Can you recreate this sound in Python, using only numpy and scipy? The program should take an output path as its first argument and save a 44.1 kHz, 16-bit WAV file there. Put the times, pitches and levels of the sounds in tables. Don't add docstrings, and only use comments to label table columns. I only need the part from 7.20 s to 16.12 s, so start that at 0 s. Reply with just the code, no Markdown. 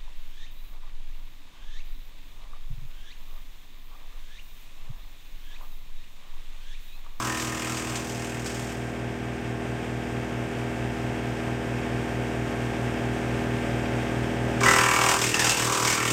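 import sys
import numpy as np
from scipy import signal
from scipy.fft import rfft, irfft
from scipy.io import wavfile
from scipy.ndimage import uniform_filter1d

SR = 44100
rng = np.random.default_rng(int(sys.argv[2]) if len(sys.argv) > 2 else 0)


def persist_wave(psi):
    counts = np.round(np.clip(psi, -1, 1) * 32767).astype(np.int16)
    wavfile.write(sys.argv[1], SR, np.atleast_2d(counts).T)


def gain_from_db(level_db):
    decades = np.asarray(level_db, float) / 20
    return 10 ** decades


N = 393372

IDLE_HZ, LOADED_HZ, SAG_FROM_S, SAG_TO_S = 40.068, 39.43, 7.3, 7.94
ENGINE_CYCLES_PER_KNIFE, KNIFE_AT = .5186, .87
SLIP_FROM_S, SLIP_HZ = 7.35, .075
WHEEL_START, ENGINE_START = (.733, -.16), (.113, .14)
# [-, dB rms each]
WHEEL_ORDERS = [(2, -58.0, -48.7, -47.4), (3, -35.4, -36.0, -32.3), (4, -47.0, -55.2, -42.5),
                (5, -44.3, -43.3, -38.2), (6, -36.6, -36.2, -40.0), (7, -46.8, -48.4, -40.7),
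                (8, -39.6, -34.8, -34.1), (9, -47.2, -43.1, -42.0), (10, -40.0, -45.0, -41.0),
                (11, -60.5, -60.5, -37.0), (12, -46.5, -46.5, -39.5), (13, -51.3, -54.0, -45.0),
                (14, -50.2, -50.2, -50.2), (15, -56.8, -56.8, -47.0), (16, -56.2, -56.2, -46.0),
                (17, -60.8, -60.8, -48.0), (18, -51.8, -51.8, -51.8), (20, -49.6, -49.6, -46.0),
                (21, -60.1, -60.1, -46.0), (22, -50.7, -50.7, -43.0), (24, -62.0, -62.0, -62.0),
                (25, -66.0, -42.0, -46.0), (26, -66.0, -56.0, -45.0), (27, -61.7, -43.0, -48.0),
                (30, -60.5, -60.5, -60.5), (31, -66.0, -41.0, -50.0)]
# [s, 0-1, 0-1]
HOUSING_FILL = [
    (0, 1, 0),
    (.45, .85, 0),
    (.7, .6, 0),
    (.9, 0, 0),
    (7.45, 0, 0),
    (7.6, 0, 1),
    (8.92, 0, 1),
]
# [-, dB rms]
ENGINE_ORDERS = [(3, -41.1), (4, -56.0), (5, -56.4), (7, -51.6), (9, -60.0), (11, -57.5), (12, -55.2),
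                 (14, -59.6), (15, -58.2), (17, -60.2), (18, -58.2), (20, -60.4), (21, -57.9), (23, -58.7),
                 (27, -53.5), (28, -54.6), (30, -59.6), (33, -45.5), (34, -52.9), (36, -53.9), (37, -60.8),
                 (38, -60.9), (39, -59.0), (41, -60.8), (52, -59.3), (61, -58.9), (66, -58.1), (67, -60.6),
                 (71, -56.8), (75, -59.0), (76, -49.8), (77, -58.5), (78, -60.8), (81, -55.8), (82, -55.4),
                 (85, -60.8), (86, -57.2), (87, -53.8), (89, -57.2), (95, -58.3), (96, -61.3), (100, -59.1),
                 (103, -58.1), (106, -59.9), (108, -60.0), (111, -59.9), (120, -61.3), (121, -61.3),
                 (126, -60.9), (129, -60.5)]
# [s, dB, dB]
EXHAUST_LOAD = [
    (0, 0, 0),
    (7.5, 0, 0),
    (7.7, -.8, 4),
    (8.3, -3, 5.5),
    (8.92, -3, 5),
]
# [Hz, dB rms each]
CLATTER_SPECTRUM = [(300, -71), (900, -78), (1800, -67.5), (2700, -66.5), (3500, -75.5), (4200, -84.5),
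                    (6000, -83.5)]
# [Hz, dB per Hz]
ROAR_SPECTRUM = [(30, -78), (60, -67), (135, -66), (180, -70), (330, -68.5), (440, -68.5), (550, -66.5),
                 (850, -72), (1300, -75), (2600, -77.5), (4200, -91), (5200, -88.5), (8800, -90.5),
                 (9400, -99), (11300, -103), (12700, -101), (15000, -103), (15800, -112)]
# [Hz, Hz, dB]
HOUSING_MODES = [(400, 60, -8), (345, 70, -16), (560, 260, -6)]
# [Hz, Hz, dB]
HOPPER_MODES = [(666, 150, 2), (766, 32, 6), (866, 18, -12), (1000, 57, -12), (1090, 45, 3),
                (1220, 110, 6.5), (1353, 37, 12.5), (1620, 190, 12)]
# [Hz, Hz, dB]
CHUTE_MODES = [(1490, 250, -1), (1820, 92, 8.5), (2040, 320, 10), (2250, 160, -2), (2450, 150, 1),
               (2570, 130, -1), (2720, 280, 3), (3000, 620, -16)]
# [-, dB]
HOPPER_SCRAPE_ORDERS = [(13, 2.5), (14, -2), (15, -1), (16, -4.5), (17, 2), (18, 0), (19, -4), (20, 0.5),
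                        (21, -5), (22, -1), (23, -12), (24, -1.5), (25, 1.5), (26, -0.5), (27, -2),
                        (28, -2), (29, 2.5), (30, 3), (31, -5), (32, 1), (33, 5), (34, 2), (35, 6), (36, 2),
                        (37, -11), (38, 6), (39, -12), (40, 6), (41, 5)]
# [s, s, dB, Hz]
HOUSING_STEMS = [
    (7.408, 0.12, -26.5, 400),
    (7.538, 0.205, -24.5, 400),
    (7.774, 0.21, -22.5, 400),
    (8.017, 0.033, -24, 350),
    (8.106, 0.29, -36, 397),
    (8.446, 0.22, -27, 405),
    (8.8, .12, -31, 396),
]
# [s, s, dB, Hz]
HOPPER_STEMS = [(-.05, 0.13, -32.5, 1220), (-.05, 0.17, -29.5, 980), (0.15, 0.39, -38, 1180),
                (0.55, 0.17, -41, 1150), (0.73, 0.03, -35, 1060), (.95, 0.36, -45, 1000),
                (7.409, .02, -28, 1060), (7.433, 0.28, -25.5, 1030), (7.456, 0.079, -28.5, 1280),
                (7.559, 0.22, -22, 1047), (7.797, 0.17, -23, 1070), (7.777, 0.17, -23.5, 790),
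                (8.135, 0.25, -26.5, 890), (8.396, 0.092, -27, 1100), (8.472, 0.24, -24, 1030),
                (8.495, 0.16, -28, 1180), (8.727, 0.13, -24, 1110)]
# [s, s, dB, Hz]
CHUTE_STEMS = [(0.077, 0.73, -36, 2500), (0.067, 0.085, -32.5, 1790), (0.096, 0.096, -34, 2440),
               (.31, 0.068, -34, 1790), (0.395, 0.074, -32, 2420), (0.968, 0.21, -36.5, 2570),
               (7.449, 0.13, -25.5, 1950), (7.542, 0.34, -26.5, 2260), (7.563, 0.38, -27, 2570),
               (7.58, 0.16, -24, 1740), (7.804, 0.1, -26, 1820), (8.031, 0.033, -21.5, 2500),
               (8.08, 0.074, -29, 2720), (8.19, 0.17, -27, 2720), (8.123, 0.1, -23.5, 1820),
               (8.386, 0.053, -26.5, 1820), (8.49, .15, -32, 2500), (8.65, 0.078, -24.5, 2240),
               (8.72, 0.23, -26, 2450), (8.8, 0.083, -22.5, 1960)]
STEM_RISE_S, STEM_FADE_DB_PER_S = 0.0095, 253
# [s, dB, dB, dB]
GRIP = [(0, -5, -1, -3), (.5, -4, -1, -5), (7.39, -4, -1, -6), (7.4, -4, -1, 0), (7.46, -7, -1, 1),
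        (7.94, -7, -1, 1), (8.02, 0, 1, -4), (8.2, -2, 1, -1), (8.45, -6, 0, -1), (8.64, -6, 0, -1),
        (8.75, -2, 1, -3)]
FEED_GAIN_DB, HOPPER_RATTLE_DB, CHUTE_RATTLE_DB = -3, -3, -1.5
# [Hz, dB per Hz]
SPRAY_SPECTRUM = [(300, -13), (700, -12.5), (1500, -8.5), (2700, -8), (3400, -10), (4200, -15), (5100, -10),
                  (7700, -8.5), (8800, -12), (9700, -24), (11200, -24.5), (12700, -21.5), (14000, -23.5),
                  (15800, -28)]
# [s, dB]
TWIG_FOLIAGE = [
    (0, -27),
    (.35, -29.5),
    (.65, -31.5),
    (1.0, -35),
    (1.12, -37.5),
    (1.3, -36.5),
    (1.52, -39.5),
    (1.68, -50),
    (1.8, -60),
]
# [s, dB]
ARMFUL_FOLIAGE = [(7.405, -51), (7.47, -28), (7.55, -21.5), (7.85, -18.5), (8.05, -19), (8.13, -23.5),
                  (8.185, -27), (8.24, -22), (8.72, -20.5), (8.8, -21.5), (8.92, -18.5)]
# [s, dB]
BITES = [(0.0724, -27), (0.171, -21), (.196, -17), (0.2716, -22), (0.47, -21), (0.496, -30), (0.543, -22),
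         (0.5696, -18), (0.669, -25), (0.7545, -17), (.7951, -36), (0.947, -28), (1.0197, -28),
         (1.1463, -39), (1.2585, -18.5), (1.301, -27), (1.3453, -26), (1.4212, -31), (7.406, -23),
         (7.433, -15), (7.46, -24), (7.4836, -16), (7.533, -22), (7.813, -11), (7.8876, -8), (8.017, -7.5),
         (8.042, -11), (8.069, -10), (8.093, -13), (8.142, -7), (8.168, -16), (8.193, -2.5), (8.2187, -14),
         (8.243, -4), (8.268, -8), (8.294, -4), (8.321, -15), (8.3455, -16), (8.371, -10), (8.396, -13),
         (8.4218, -13), (8.447, -12.5), (8.4724, -26), (8.4983, -16), (8.523, -10), (8.5482, -11),
         (8.5976, -12), (8.624, -10), (8.648, -7), (8.673, -8), (8.699, -7.5), (8.725, -8), (8.8513, -28)]
# [s, dB, Hz]
CLANGS = [(7.4086, -17, 2320), (7.4335, -16, 2240), (7.458, -19, 1885), (7.4829, -14, 2000),
          (7.5088, -16, 2000), (7.5333, -10, 1970), (8.0943, -17, 2750), (8.1419, -10, 2640),
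          (8.1945, -11, 1740), (8.221, -15, 1730), (8.247, -16, 2770), (8.269, -21, 2670),
          (8.297, -9, 2700), (8.323, -14, 2700)]
CLANG_T60_S, CLANG_GAIN_DB = 0.041, -2.2
GAIN_CEILING_DB, GAIN_GAP_DB, CREEP_S = 7, 12.5, 7.48
DUCK_AT_S, DUCK_S, DUCK_DB, SINK_S, SINK_DB = 7.492, 0.14, 6.8, 0.5, 1.7
# [Hz, spreads]
TREBLE_MARGIN = [(8800, 4), (9600, .9), (10500, 1.6), (11300, 1.1), (12400, 2.0), (13500, 1.0), (14500, .7),
                 (15800, .6)]


def evened(x):
    return x / np.sqrt(np.mean(x ** 2) + 1e-20)


def curve(rows, column=1):
    rows = np.asarray(rows)
    return np.interp(np.arange(N) / SR, rows[:, 0], rows[:, column])


def ramp(start_s, length_s):
    return np.clip((np.arange(N) / SR - start_s) / length_s, 0, 1)


def coloured(x, points):
    f, db = np.transpose(points)
    hz = np.fft.rfftfreq(len(x), 1 / SR)
    gain = gain_from_db(np.interp(np.log(hz + 1), np.log(f), db))
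    return irfft(rfft(x) * gain, len(x))


def drift(hz):
    steps = rng.standard_normal(N // 256 + 2)
    smooth = signal.filtfilt(*signal.butter(2, hz * 512 / SR), steps)
    return evened(np.interp(np.arange(N) / 256, np.arange(len(steps)), smooth))


def periodic(turns, orders, start, scatter, aligned):
    k, db = np.transpose(orders)
    phase = np.where(k <= aligned, k * start[0] + start[1], scatter)
    grid = np.arange(4097) / 4096
    waves = np.cos(2 * np.pi * (np.outer(k, grid) + phase[:, None]))
    cycle = np.sqrt(2) * gain_from_db(db) @ waves
    return np.interp(turns % 1, grid, cycle)


def wheel(knives):
    k, *levels = np.transpose(WHEEL_ORDERS)
    scatter = rng.random(len(k))
    start = WHEEL_START[0], WHEEL_START[1] - .36 * np.exp(-((k - 10) / 1.1) ** 2)
    empty, with_twigs, with_armful = [periodic(knives, np.c_[k, db], start, scatter, aligned=12.5)
                                      for db in levels]
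    twigs, armful = curve(HOUSING_FILL, column=1), curve(HOUSING_FILL, column=2)
    tone = (1 - twigs - armful) * empty + twigs * with_twigs + armful * with_armful
    return tone * gain_from_db(.4 * drift(5) + armful * drift(9))


def engine(knives):
    slip = SLIP_HZ * np.maximum(np.arange(N) / SR - SLIP_FROM_S, 0)
    cycles = knives * ENGINE_CYCLES_PER_KNIFE + slip
    octave = periodic(cycles, [(6, -40.2)], (ENGINE_START[0], .07), 0, aligned=7.5)
    octave = octave * gain_from_db(curve(EXHAUST_LOAD, column=2))
    strong = periodic(cycles, ENGINE_ORDERS, ENGINE_START, rng.random(len(ENGINE_ORDERS)), aligned=7.5)
    strong = strong * gain_from_db(curve(EXHAUST_LOAD))
    k = np.setdiff1d(np.arange(8, 280), np.transpose(ENGINE_ORDERS)[0])
    f, db = np.transpose(CLATTER_SPECTRUM)
    weak_db = np.interp(np.log(k * IDLE_HZ * ENGINE_CYCLES_PER_KNIFE), np.log(f), db)
    weak_db = weak_db + 4 * rng.standard_normal(len(k))
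    clatter = periodic(cycles, np.c_[k, weak_db], ENGINE_START, rng.random(len(k)), aligned=0)
    throb = 1 + 0.045 * np.cos(2 * np.pi * 3 * cycles) + 0.033 * np.cos(2 * np.pi * knives)
    rush = rng.standard_normal(N) * throb * gain_from_db(0.49 * drift(9.4))
    roar = coloured(rush, ROAR_SPECTRUM) * np.sqrt(SR / 2)
    return strong + octave + clatter * gain_from_db(1.9 * drift(39)) + roar


def pressing(stems):
    t = np.arange(N) / SR
    powers = []
    for start_s, length_s, db, _ in stems:
        fade_db = STEM_FADE_DB_PER_S * np.clip(t - start_s - length_s, 0, 1)
        powers.append((ramp(start_s, STEM_RISE_S) * gain_from_db(db - fade_db)) ** 2 + 1e-14)
    return np.array(powers)


def ring(x, modes, stems, reach_hz):
    out, power = np.zeros(N), np.zeros(N)
    pressure, centre_hz = pressing(stems), np.transpose(stems)[3]
    for (hz, width_hz, db), late in zip(modes, rng.integers(0, 140, len(modes))):
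        mode = np.roll(x, late)
        for pole in np.exp(-np.pi * width_hz * np.array([1, 3.0]) / SR):
            mode = signal.lfilter([1, 0, -1], [1, -2 * pole * np.cos(2 * np.pi * hz / SR), pole ** 2], mode)
        favour = np.exp(-((hz - centre_hz) / reach_hz) ** 2) @ pressure / pressure.sum(0)
        share = gain_from_db(db + .8 * drift(5)) * (.4 + favour)
        out += share * evened(mode)
        power += share ** 2
    return out * np.sqrt(pressure.sum(0) / power)


def chipping(knives):
    turn = knives - KNIFE_AT
    passes = np.floor(turn).astype(int) + 1
    strength = rng.standard_normal(passes[-1] + 1)[passes]
    blows = evened(np.diff(passes, prepend=passes[0]) * gain_from_db(strength))
    grit = rng.standard_normal(N) * gain_from_db(3.0 * np.minimum(rng.exponential(1, N), 4))
    burst = (np.exp(-(turn % 1) / 0.5) + 0.2) * gain_from_db(strength + drift(10))
    drive = blows + 1.2 * evened(grit * (burst + .3))
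    spray = evened(coloured(grit * burst, SPRAY_SPECTRUM))

    boom = np.sqrt(2) * np.cos(2 * np.pi * (10 * (knives + WHEEL_START[0]) + WHEEL_START[1] - .36))
    housing = 0.7 * boom * np.sqrt(pressing(HOUSING_STEMS).sum(0))
    housing += 0.22 * ring(blows + .5 * evened(grit), HOUSING_MODES, HOUSING_STEMS, reach_hz=500)
    hopper = ring(grit * burst, HOPPER_MODES, HOPPER_STEMS, reach_hz=201)
    chute = ring(drive, CHUTE_MODES, CHUTE_STEMS, reach_hz=158)

    t = np.arange(N) / SR
    twigs = gain_from_db(curve(TWIG_FOLIAGE)) * (t < TWIG_FOLIAGE[-1][0])
    foliage = np.where(t >= ARMFUL_FOLIAGE[0][0], gain_from_db(curve(ARMFUL_FOLIAGE)), twigs)
    wood = housing + gain_from_db(HOPPER_RATTLE_DB + curve(GRIP)) * hopper
    wood += gain_from_db(CHUTE_RATTLE_DB + curve(GRIP, column=2)) * chute
    wood += foliage * spray
    return gain_from_db(FEED_GAIN_DB) * wood


def howl(knives, stems, orders, at, howl_db, reach_hz, skirt):
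    pressure, centre_hz = pressing(stems), np.transpose(stems)[3]
    out, pressed = np.zeros(N), pressure.sum(0) > 1e-8
    pressure, turns = pressure[:, pressed], knives[pressed] - KNIFE_AT - at
    for k, db in orders:
        near = skirt + np.exp(-((k * LOADED_HZ - centre_hz) / reach_hz) ** 2)
        near = near * LOADED_HZ / reach_hz
        lag = .13 * rng.standard_normal()
        level = np.sqrt(near @ pressure) * gain_from_db(db + 1.6 * drift(4)[pressed])
        out[pressed] += level * np.cos(2 * np.pi * (k * turns - lag))
    return gain_from_db(FEED_GAIN_DB + howl_db) * out


def scrapes(knives):
    chute_orders = [(k, 3 * rng.standard_normal()) for k in range(42, 74)]
    hopper = howl(knives, HOPPER_STEMS, HOPPER_SCRAPE_ORDERS, at=.21, howl_db=.5, reach_hz=125, skirt=.09)
    chute = howl(knives, CHUTE_STEMS, chute_orders, at=.12, howl_db=-2.5, reach_hz=120, skirt=.1)
    return (hopper + chute) * gain_from_db(curve(GRIP, column=3))


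def bites():
    out, t = np.zeros(N + SR), np.arange(2600) / SR
    shape = gain_from_db(-60 * t / 0.2) * np.minimum(t / 0.001, 1)
    for (s, db), crack in zip(BITES, rng.standard_normal((len(BITES), len(t)))):
        out[round(s * SR):][:len(t)] += gain_from_db(db) * crack * shape
    splinters = coloured(out[:N], SPRAY_SPECTRUM)
    return gain_from_db(6.0) * coloured(splinters, [(500, -2), (2000, -3.5), (5000, -1.5), (16000, -6.5)])


def clangs():
    out, t = np.zeros(N + SR), np.arange(4000) / SR
    for (s, db, hz), (apart, phase) in zip(CLANGS, rng.random((len(CLANGS), 2))):
        neighbour_hz = hz * (0.98 + 0.055 * apart)
        pair = np.sin(2 * np.pi * hz * t) + 0.67 * np.sin(2 * np.pi * (neighbour_hz * t + phase))
        shape = gain_from_db(db + CLANG_GAIN_DB - 60 * t / CLANG_T60_S) * np.minimum(t / 0.00083, 1)
        out[round(s * SR):][:len(t)] += shape * pair
    return out[:N]


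def yard(x, t60_s=.6, wet_db=-7):
    t = np.arange(SR // 2) / SR
    sparse = rng.random(len(t)) < .05
    taps = rng.standard_normal(len(t)) * sparse * gain_from_db(-60 * t / t60_s) * (t > .004)
    return x + gain_from_db(wet_db) * signal.fftconvolve(x, taps / np.linalg.norm(taps))[:N]


def scene():
    speed_hz = IDLE_HZ + (LOADED_HZ - IDLE_HZ) * ramp(SAG_FROM_S, SAG_TO_S - SAG_FROM_S)
    knives = np.cumsum(speed_hz) / SR
    machine = wheel(knives) + engine(knives)
    wood = chipping(knives) + scrapes(knives) + bites() + clangs()
    return (machine + yard(wood))[None]


def treble_gaps(x):
    hz, t, z = signal.stft(x, SR, nperseg=1024, noverlap=768)
    patches = rng.standard_normal(z.shape[1:])
    patches = uniform_filter1d(patches, size=5, axis=0)
    patches = evened(uniform_filter1d(patches, size=10, axis=1))
    f, margin = np.transpose(TREBLE_MARGIN)
    spells = .3 * drift(1.0)[np.minimum(t * SR, N - 1).astype(int)]
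    silent = patches + spells > np.interp(hz, f, margin)[:, None]
    kept = np.where(silent, gain_from_db(-40), gain_from_db(.6 * (hz > 9300))[:, None])
    return signal.istft(z * kept, SR, nperseg=1024, noverlap=768)[1][:, :N]


def low_pass(x):
    return signal.sosfilt(signal.butter(12, 15820, fs=SR, output="sos"), x)


def record(dry):
    t = np.minimum(np.arange(N) / SR, DUCK_AT_S)
    creep_db = GAIN_CEILING_DB - GAIN_GAP_DB * np.exp(-t / CREEP_S)
    duck_db = DUCK_DB * ramp(DUCK_AT_S, DUCK_S)
    sink_db = SINK_DB * ramp(DUCK_AT_S + DUCK_S, SINK_S)
    level = .8 * np.tanh(dry * gain_from_db(creep_db - duck_db - sink_db) / .8)
    level = signal.sosfilt(signal.butter(2, 42, "high", fs=SR, output="sos"), level)
    mix = treble_gaps(level)
    return low_pass(mix)


dry = scene()
out = record(dry)
persist_wave(out)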